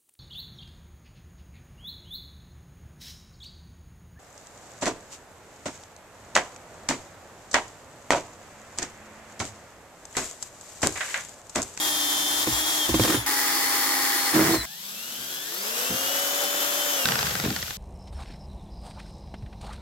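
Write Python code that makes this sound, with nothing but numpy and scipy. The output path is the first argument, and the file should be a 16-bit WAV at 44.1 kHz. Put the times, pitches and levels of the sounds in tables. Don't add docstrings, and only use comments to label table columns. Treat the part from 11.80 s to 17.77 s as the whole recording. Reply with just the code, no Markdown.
import sys
import numpy as np
from scipy import signal
from scipy.fft import rfft, irfft, next_fast_len
from scipy.io import wavfile
from scipy.ndimage import uniform_filter1d, map_coordinates

SR = 44100
rng = np.random.default_rng(int(sys.argv[2]) if len(sys.argv) > 2 else 0)


def int16_out(signal):
    q = np.round(np.clip(np.atleast_2d(signal).T, -1, 1) * 32767)
    wavfile.write(sys.argv[1], SR, q.astype(np.int16))


N = 263277
T = np.arange(N) / SR

# start in seconds, end in seconds.
JOBS = [(0, 1.462), (1.462, 2.857), (2.857, 5.98)]
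# time in seconds, speed in Hz.
SPEED_1 = [(0, 307.2), (.25, 294.8), (.45, 293.6), (.62, 297.5), (.72, 306.5), (.9, 309.3), (1, 306),
           (1.07, 292.5), (1.17, 303.5), (1.355, 301)]
SPEED_2 = [(1.46, 280.5), (1.83, 270), (2.18, 271.2), (2.5, 267.5), (2.55, 261), (2.625, 270), (2.7, 248),
           (2.755, 233.5)]
# multiple of motor speed, relative level in dB.
ROTOR_1 = [(1, -8.5), (2, -20), (6, -18), (12, -11.5), (22, -15), (24, -11), (36, -11), (48, -16)]
ROTOR_2 = [(1, -4), (3, -5), (16, -10.5), (18, -19), (36, -11.5), (54, -13)]
ROTOR_3 = [(1, -10), (2, -10.5), (12, -13), (22, -19), (24, -9), (33, -20), (36, -15), (48, -16)]
# multiple of motor speed, relative level in dB.
MESH_1 = [(8 / 3, -15), (32 / 3, -5.5), (34 / 3, -17), (35 / 3, -17), (53 / 3, -18), (64 / 3, -21)]
MESH_2 = [(9 / 2, -14), (31 / 2, -25)]
MESH_3 = [(8 / 3, -12), (32 / 3, -7.5), (64 / 3, -15)]
# frequency in Hz, gain in dB.
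HOUSING_1 = [(100, -14), (300, -5), (600, 0), (1200, -5), (1850, 1), (2300, -2), (3100, 2), (3400, 2),
             (3530, 7), (3690, -4), (4200, -1), (15000, -2)]
HOUSING_2 = [(300, -10), (800, -2.5), (3600, -2), (4320, 2), (4480, -1.5), (4900, 7), (15000, -0.5)]
HOUSING_3 = [(100, -24.5), (200, -10), (290, -10), (570, 0), (800, -7), (1200, -13), (1500, -7), (1780, -2),
             (2050, -11), (2480, -13), (2680, -2), (3050, 0), (3470, 1), (3900, -6), (5000, -3), (6000, -4),
             (7000, -5), (7600, -9), (8400, -7), (9500, -6), (15000, -6)]
FLAT = [(1000, 0)]
# frequency in Hz, relative density in dB.
RUSH_1 = [(60, -10), (200, -13), (330, -3), (500, -11), (850, -0.5), (1500, -4.5), (1900, -2.5),
          (2600, -5.5), (3400, 3.5), (4700, 1), (5400, 3.5), (7400, 2), (8400, -1), (12500, 0), (14400, -2),
          (15800, -6)]
RUSH_2 = [(60, -8.5), (200, -25), (320, -1.5), (550, -11), (1000, 0), (1500, -3.5), (1950, 4.5),
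          (2600, -10.5), (3350, -4.5), (3900, -6), (5300, -2.5), (6200, -6), (7200, -4), (8400, -8.5),
          (11000, -7.5), (14000, -7), (15800, -8)]
RUSH_3 = [(60, -27), (200, -11), (550, 3), (1000, 0), (1500, 3.5), (2200, -2), (3400, -0.5), (4600, -4),
          (5300, -0.5), (6700, -1.5), (7250, -4), (7750, -0.5), (8300, -7.5), (9200, -7), (10200, -4),
          (12400, -5.5), (13600, 0.5), (14300, -5), (15800, -9)]
# frequency in Hz, relative density in dB.
ROOM_NOISE = [(20, -23), (70, 2), (200, 37), (800, -52), (4000, -26)]
FIBRE_NOISE = [(60, -3), (190, 9), (320, 8.5), (700, 4), (1600, 6.5), (4500, -14), (15000, -10)]
BRUSH_NOISE = [(2000, -15), (3300, 10), (5000, 6), (7700, -6), (9000, -20), (11500, -3), (12900, -3),
               (16000, -17)]
RATTLE_NOISE = [(300, -34), (1500, -3), (2300, 1), (4500, 1), (7000, 0.5), (12000, -31)]
# frequency in Hz, correlation from 0 to 1.
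COHERENCE = [(60, 0.74), (380, 0.78), (950, 0.44), (2400, 0.39), (6000, 0.19), (15000, 0.03)]
# start in seconds, level in dB.
BIT_JUMPS = [(0.672, -14.5), (1.092, -14), (1.142, -7), (1.196, -7), (2.545, -20)]
BOX_ROCKS = [(.712, -30), (1.108, -26), (1.205, -23.5), (1.372, -25), (2.772, -30.5)]
BIT_SNAPS = [(1.235, -11), (1.256, -13), (1.281, -16), (1.303, -13), (1.352, -26), (2.543, -13.5)]
BOARD_BUMPS = [(3.385, -37), (4.102, -23), (4.135, -28), (5.638, -17.5), (5.652, -15.5), (5.672, -20),
               (5.7, -23)]
GEAR_TICKS = [(5.2555, -7), (5.2865, -10), (5.32, -12.5), (5.355, -14), (5.39, -11.5), (5.4285, -11),
              (5.468, -13), (5.5085, -14), (5.5525, -15), (5.599, -14), (5.65, -21.5), (5.7035, -17),
              (5.7622, -15), (5.8268, -17.5), (5.88, -24), (5.907, -19.5)]
# frequency in Hz, relative level in dB, 60 dB decay in seconds.
BOX_MODES = [(116.6, -8, 0.15), (201, -9.5, 0.1), (246, -7.5, 0.13), (324, -0.5, 0.11), (362, 7, 0.026),
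             (500, -0.5, 0.033), (632, -10, 0.028), (1065, -12, 0.035)]
ROCKING_MODES = [(61, 4.5, 0.35), (112.6, 4, 0.13)]
BIT_MODES = [(1850, -2, 0.037), (3220, -6, .02), (3600, -9, .02), (4280, -1, 0.014), (5000, -1.5, .015),
             (6660, -3, .012)]
BOARD_MODES = [(71.8, -10, 0.61), (126.4, 4, 0.13), (191, 8.5, 0.12), (237, 8, 0.13), (299, 2, 0.16),
               (442, 1, 0.13), (680, -8, 0.071)]
GEARBOX_MODES = [(805, -12.5, 0.042), (1500, -3.5, 0.035), (1825, 0, 0.017), (3000, 0, .009),
                 (3750, 2, 0.0073), (4500, 3.5, 0.0072)]
# start in seconds, end in seconds, multiple of motor speed, level in dB.
SQUEALS = [(1.005, 1.058, 32 / 3, -32), (1.104, 1.114, 32 / 3, -38), (1.155, 1.177, 32 / 3, -35),
           (1.221, 1.233, 32 / 3, -29), (1.366, 1.379, 32 / 3, -36), (2.51, 2.545, 16, -39),
           (2.682, 2.725, 16, -42), (2.725, 2.822, 18, -33.5), (5.11, 5.19, 22, -42), (1.72, 1.79, 18, -39),
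           (5.14, 5.25, 32 / 3, -35)]
# start in seconds, end in seconds, boom level in dB, crunch level in dB.
GRINDS = [(1.241, 1.372, -27, -29.5), (2.547, 2.76, -24, -27)]
# time in seconds, pitch in Hz.
GROAN_PITCH = [(2.6, 315), (2.65, 333), (2.72, 333), (2.77, 316)]
# time in seconds, speed asked in Hz.
TRIGGER = [(2.78, 63), (3, 139), (3.59, 155), (3.77, 292.5), (5.08, 292.5), (5.255, 129.5)]

FULL_SPEED_HZ = 290
SLACK_S = 0.011
GRIND_ATTACK_S, GRIND_RELEASE_S = 0.069, 0.072


def amp(db):
    return 10 ** (np.asarray(db) / 20)


def unit(x):
    return x / np.sqrt(np.mean(x ** 2) + 1e-20)


def along(points, hz):
    freqs, values = np.transpose(points)
    return np.interp(np.log(hz + 1), np.log(freqs + 1), values)


def curve(points):
    return np.interp(T, *np.transpose(points))


def wobble(rate):
    return map_coordinates(rng.standard_normal(int(N * rate / SR) + 4), [T * rate])


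def held(start, end, attack_s, release_s):
    return amp(-60 * (np.maximum(start - T, 0) / attack_s + np.maximum(T - end, 0) / release_s))


def filtered(x, response):
    size = next_fast_len(N + 8192)
    return irfft(rfft(x, size) * response(np.fft.rfftfreq(size, 1 / SR)), size)[..., :N]


def noise(spectrum, shape=lambda hz: 1):
    def response(hz):
        turn = np.arccos(along(COHERENCE, hz)) / 2
        return amp(along(spectrum, hz)) * shape(hz) * [np.cos(turn), np.sin(turn)]
    mid, side = filtered(rng.standard_normal((2, N)), response)
    return unit(np.array([mid + side, mid - side]))


def placed(x, lead_ms=0, left_db=0, treble_left_db=0):
    sides = np.array([[.5], [-.5]])
    def response(hz):
        lean_db = left_db + treble_left_db * hz ** 4 / (hz ** 4 + 1500 ** 4)
        return amp(lean_db * sides) * np.exp(2j * np.pi * hz * sides * lead_ms / 1000)
    return filtered(x, response)


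def angle(hz):
    return 2 * np.pi * np.cumsum(hz) / SR


def octaves(speed_hz):
    return np.log2(speed_hz / FULL_SPEED_HZ)


def motor(driven_hz, let_go_s, braking_hz_per_s):
    off_s = np.maximum(T - let_go_s, 0)
    unbraked_hz = np.where(off_s > 0, driven_hz[round(let_go_s * SR)], driven_hz)
    return np.maximum(unbraked_hz - braking_hz_per_s * off_s, 20), off_s


def rush_levels(run, hiss_db, growl_db, off_hiss_db, off_growl_db, fade_s):
    speed_hz, off_s = run
    off = 1 - np.exp(-off_s / fade_s)
    slack = sum(np.exp(-((T - s + 0.015) / SLACK_S) ** 2) for s, _ in BIT_JUMPS)
    hiss = hiss_db + 7 * octaves(speed_hz) + off_hiss_db * off - 3.5 * slack
    growl = growl_db + 12 * octaves(speed_hz) + off_growl_db * off
    return hiss, growl


def runout(speed_hz, turns_per_chuck=256 / 3, eased_at_s=4.47):
    chuck = angle(speed_hz) / turns_per_chuck
    return ((1 + np.cos(chuck - chuck[round(eased_at_s * SR)])) / 2) ** 10


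def whine_levels(run, rotor_db, mesh_db, off_rotor_db, off_mesh_db, fade_s,
                 runout_db=0, grind_rotor_db=0):
    speed_hz, off_s = run
    off = 1 - np.exp(-off_s / fade_s)
    loose = sum(held(s - SLACK_S, s, attack_s=0.086, release_s=0.25) for s, _ in BIT_JUMPS)
    grind = sum(held(start, end, GRIND_ATTACK_S, GRIND_RELEASE_S) for start, end, _, _ in GRINDS)
    rotor = rotor_db + off_rotor_db * off + grind_rotor_db * grind
    mesh = mesh_db + 2.5 * octaves(speed_hz) + runout_db * runout(speed_hz) + off_mesh_db * off
    return rotor, mesh - 21 * np.minimum(loose, 1) - 3.5 * grind


def whine(partials, housing, speed_hz, waver_db, blur_rad):
    shaft, out = angle(speed_hz), np.zeros((2, N))
    octaves_per_s = uniform_filter1d(np.gradient(octaves(speed_hz)) * SR, size=SR // 8)
    glide = np.minimum(np.abs(octaves_per_s), 1)
    for multiple, db in partials:
        hz = multiple * speed_hz
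        treble = 1 / (1 + (5000 / hz) ** 8)
        jitter = (blur_rad + .011 * multiple + .45 * glide * treble) * wobble(160)
        phase = multiple * shaft + jitter + rng.uniform(0, 2 * np.pi)
        flutter_db = (2.5 * glide + 1.5) * treble * wobble(14)
        level = amp(db + along(housing, hz) + waver_db * wobble(45) + flutter_db) * (hz < SR / 2)
        spread = .4 * wobble(9) * np.minimum(hz / 3000, 1)
        out += level * np.sin([phase + spread, phase - spread])
    return np.sqrt(2) * out


def drill(run, rush_db, whine_db, rotor, mesh, housing, rush, ripple, chatter_db, mesh_waver_db, lead_ms):
    speed_hz = run[0] * (1 + .0006 * wobble(35))
    hiss_db, growl_db = rush_db
    rotor_db, mesh_db = whine_db
    low_pass = lambda hz: 1 / np.sqrt(1 + (hz / 2500) ** 8)
    bass_cut = lambda hz: hz ** 2 / (hz ** 2 + 75 ** 2)
    hiss = amp(hiss_db) * noise(rush, lambda hz: bass_cut(hz) * np.sqrt(1 - low_pass(hz) ** 2))
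    growl = amp(growl_db) * noise(rush, lambda hz: bass_cut(hz) * low_pass(hz))
    supply = np.sin(2 * np.pi * 100 * T) + .6 * np.cos(2 * np.pi * 200 * T)
    poles = 0.077 * np.sin(2 * angle(speed_hz))
    chatter = amp(chatter_db * wobble(700) + 0.7 * wobble(25))
    pulsing = (1 + ripple * supply + poles) * chatter
    fan = amp(rotor_db) * whine(rotor, housing, speed_hz, waver_db=1.5, blur_rad=0.037)
    gears = amp(mesh_db) * whine(mesh, housing, speed_hz, waver_db=mesh_waver_db, blur_rad=0.043)
    return placed((hiss + growl) * pulsing, lead_ms) + amp(hiss_db) * (fan + gears)


def first_job():
    run = motor(curve(SPEED_1), let_go_s=SPEED_1[-1][0], braking_hz_per_s=255)
    rush_db = rush_levels(run, hiss_db=-27, growl_db=-33.5, off_hiss_db=-17.5, off_growl_db=-3,
                          fade_s=0.089)
    whine_db = whine_levels(run, rotor_db=-3.5, mesh_db=-4.5, off_rotor_db=5, off_mesh_db=-24,
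                            fade_s=0.039)
    sound = drill(run, rush_db, whine_db, ROTOR_1, MESH_1, HOUSING_1, RUSH_1,
                  ripple=0.018, chatter_db=0.49, mesh_waver_db=0.9, lead_ms=0.207)
    return placed(sound + squeals(run[0]), left_db=-2.5, treble_left_db=5)


def room_rumble():
    return amp(-60.5) * noise(ROOM_NOISE)


def ring(modes, scatter_db, detune):
    t, out = np.arange(SR // 2) / SR, 0
    for hz, db, t60 in modes:
        cycles = hz * np.exp(detune * rng.normal()) * t
        decay = amp(db + scatter_db * rng.normal() - 60 * t / t60)
        onset = 1 - np.exp(-1.2 * cycles)
        out = out + decay * onset * np.cos(2 * np.pi * cycles)
    return out


def blows(events, modes, crack_db, crack_t60, crack_hz, scatter_db, detune):
    out, t = np.zeros((2, N + SR)), np.arange(SR // 2) / SR
    low_pass = signal.butter(2, crack_hz, fs=SR)
    contact = amp(crack_db - 60 * t / crack_t60) * (1 - np.exp(-t / 0.00066))
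    for start, db in events:
        crack = contact * signal.lfilter(*low_pass, rng.standard_normal((2, len(t))))
        hit = ring(modes, scatter_db, detune) + crack
        out[:, round(start * SR):][:, :len(t)] += amp(db) * hit / np.abs(hit).max()
    return out[:, :N]


def plywood_box():
    jumps = blows(BIT_JUMPS, BOX_MODES, crack_db=-1.5, crack_t60=.04, crack_hz=3500,
                  scatter_db=1.5, detune=0.02)
    rocks = blows(BOX_ROCKS, ROCKING_MODES, crack_db=-12, crack_t60=.05, crack_hz=300,
                  scatter_db=5.5, detune=0.021)
    return placed(jumps + rocks + groan() + grinding(), lead_ms=0.028, left_db=-2)


def squeals(speed_hz):
    return sum(amp(db) * held(start, end, attack_s=0.03, release_s=0.04)
               * whine([(multiple, 0)], FLAT, speed_hz, waver_db=1.5, blur_rad=0.15)
               for start, end, multiple, db in SQUEALS)


def rattling_bit():
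    return blows(BIT_SNAPS, BIT_MODES, crack_db=5.5, crack_t60=0.037, crack_hz=7000,
                 scatter_db=2, detune=0.021)


def grinding(slip_hz=129.5, sag_db_per_s=-27):
    push, rasp = 0, 0
    for start, end, boom_db, crunch_db in GRINDS:
        sag = amp(sag_db_per_s * np.clip(T - start, 0, end - start))
        stroke = sag * held(start, end, GRIND_ATTACK_S, GRIND_RELEASE_S)
        push, rasp = push + amp(boom_db) * stroke, rasp + amp(crunch_db) * stroke
    slip_count = np.floor(np.cumsum(slip_hz * np.exp(.45 * wobble(90))) / SR)
    slips = unit(np.diff(slip_count, prepend=0) * amp(2 * rng.standard_normal(N)))
    box = ring(BOX_MODES, scatter_db=1, detune=0.0048)
    boom = signal.fftconvolve(push * slips, box / np.linalg.norm(box))[:N]
    burst = amp(-60 * np.arange(SR // 20) / SR / 0.031)
    crunch = noise(FIBRE_NOISE) * signal.fftconvolve(rasp * slips, burst / np.linalg.norm(burst))[:N]
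    return boom + crunch


def second_job():
    run = motor(curve(SPEED_2), let_go_s=SPEED_2[-1][0], braking_hz_per_s=165)
    rush_db = rush_levels(run, hiss_db=-24, growl_db=-28, off_hiss_db=-8.5, off_growl_db=-5, fade_s=0.022)
    whine_db = whine_levels(run, rotor_db=-7, mesh_db=-4.5, off_rotor_db=1.5, off_mesh_db=4,
                            fade_s=.03, grind_rotor_db=-4.5)
    sound = drill(run, rush_db, whine_db, ROTOR_2, MESH_2, HOUSING_2, RUSH_2,
                  ripple=0.11, chatter_db=0.8, mesh_waver_db=2.5, lead_ms=0.076)
    return placed(sound + squeals(run[0]), left_db=-3, treble_left_db=5) + whistle(run)


def whistle(run, level_db=-35, db_per_octave=29):
    speed_hz, off_s = run
    tone = whine([(99 / 2, 0)], FLAT, speed_hz, waver_db=2.5, blur_rad=.8)
    level = amp(level_db + db_per_octave * octaves(speed_hz)) * np.exp(-off_s / .03)
    return level * placed(tone, lead_ms=.036, left_db=4.5)


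def groan(start_s=2.547, end_s=2.762, sag_db_per_s=-15):
    slip = angle(curve(GROAN_PITCH)) + .33 * wobble(300)
    level_db = -23 + sag_db_per_s * np.clip(T - start_s, 0, end_s - start_s) + 2.4 * wobble(300)
    tone = np.sqrt(2) * (np.sin(slip) + amp(-14) * np.sin(2 * slip))
    low_band = unit(filtered(rng.standard_normal(N), lambda hz: 1 / (1 + ((hz - 190) / 45) ** 4)))
    rumble = amp(-3.5 - 45 * np.clip(T - start_s, 0, 1)) * low_band
    return amp(level_db) * held(start_s, end_s, attack_s=0.033, release_s=0.13) * (tone + rumble)


def spun_up(trigger, lag_s=.294):
    asked_hz, step = curve(trigger), 1 / (lag_s * SR)
    return asked_hz[0] + signal.lfilter([step], [1, step - 1], asked_hz - asked_hz[0])


def third_job():
    run = motor(spun_up(TRIGGER), let_go_s=TRIGGER[-1][0], braking_hz_per_s=244)
    rush_db = rush_levels(run, hiss_db=-27.5, growl_db=-32, off_hiss_db=-1, off_growl_db=4.5,
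                          fade_s=0.012)
    whine_db = whine_levels(run, rotor_db=-1.5, mesh_db=-3, off_rotor_db=-2, off_mesh_db=-10,
                            fade_s=0.038, runout_db=-4)
    sound = drill(run, rush_db, whine_db, ROTOR_3, MESH_3, HOUSING_3, RUSH_3,
                  ripple=0.014, chatter_db=0.96, mesh_waver_db=2.5, lead_ms=0.246)
    rub = placed(brushes(run[0]), lead_ms=0.242)
    return placed(sound + rub + squeals(run[0]), left_db=2, treble_left_db=1) + coasting(run)


def brushes(speed_hz, holder_hz=13170, half_width_hz=320):
    hiss = amp(-46) * noise(BRUSH_NOISE)
    band = filtered(rng.standard_normal((2, N)), lambda hz: 1 / (1 + (hz / half_width_hz) ** 2))
    carrier = np.sin(angle(holder_hz + 480 * octaves(speed_hz)))
    sizzle = unit(band * carrier * amp(2.6 * wobble(300)))
    return hiss + amp(-37 + 6.5 * octaves(speed_hz)) * sizzle


def loose_board():
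    return blows(BOARD_BUMPS, BOARD_MODES, crack_db=10.5, crack_t60=0.066, crack_hz=2000,
                 scatter_db=1, detune=0.067)


def coasting(run, thud_cutoff_hz=206, swell_lead_s=.011, swell_s=.004):
    speed_hz, off_s = run
    ticks = blows(GEAR_TICKS, GEARBOX_MODES, crack_db=12, crack_t60=0.016, crack_hz=5030,
                  scatter_db=2.5, detune=0.041)
    board = blows(GEAR_TICKS, BOARD_MODES, crack_db=0, crack_t60=.03, crack_hz=400,
                  scatter_db=5, detune=.04)
    thuds = filtered(board, lambda hz: 1 / (1 + (hz / thud_cutoff_hz) ** 10))
    knocks = placed(amp(.5) * ticks + amp(-16.5) * thuds, lead_ms=0.031, left_db=-0.5)
    shake = amp(6.5 * octaves(speed_hz)) * (off_s > 0)
    shudder = amp(-36.5) * unit(amp(3 * wobble(33)) * np.sin(.8 * angle(speed_hz) + 1.9 * wobble(70)))
    swells = sum(np.exp(-((T - s + swell_lead_s) / swell_s) ** 2) for s, _ in GEAR_TICKS)
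    rattle = amp(-32.5 + 2.5 * swells) * unit(noise(RATTLE_NOISE) * amp(3.5 * wobble(330)))
    return knocks + shake * (shudder + rattle)


def scene():
    box = plywood_box() + rattling_bit()
    board = loose_board()
    room = room_rumble()
    jobs = [first_job() + box, second_job() + box, third_job() + board]
    gates = [uniform_filter1d(1. * ((T >= start) & (T < end)), size=128) for start, end in JOBS]
    return room + sum(job * gate for job, gate in zip(jobs, gates))


def record(dry, bass_hz=36, top_hz=15950):
    return filtered(dry, lambda hz: (hz < top_hz) * hz ** 4 / (hz ** 4 + bass_hz ** 4))


dry = scene()
out = record(dry)
int16_out(out)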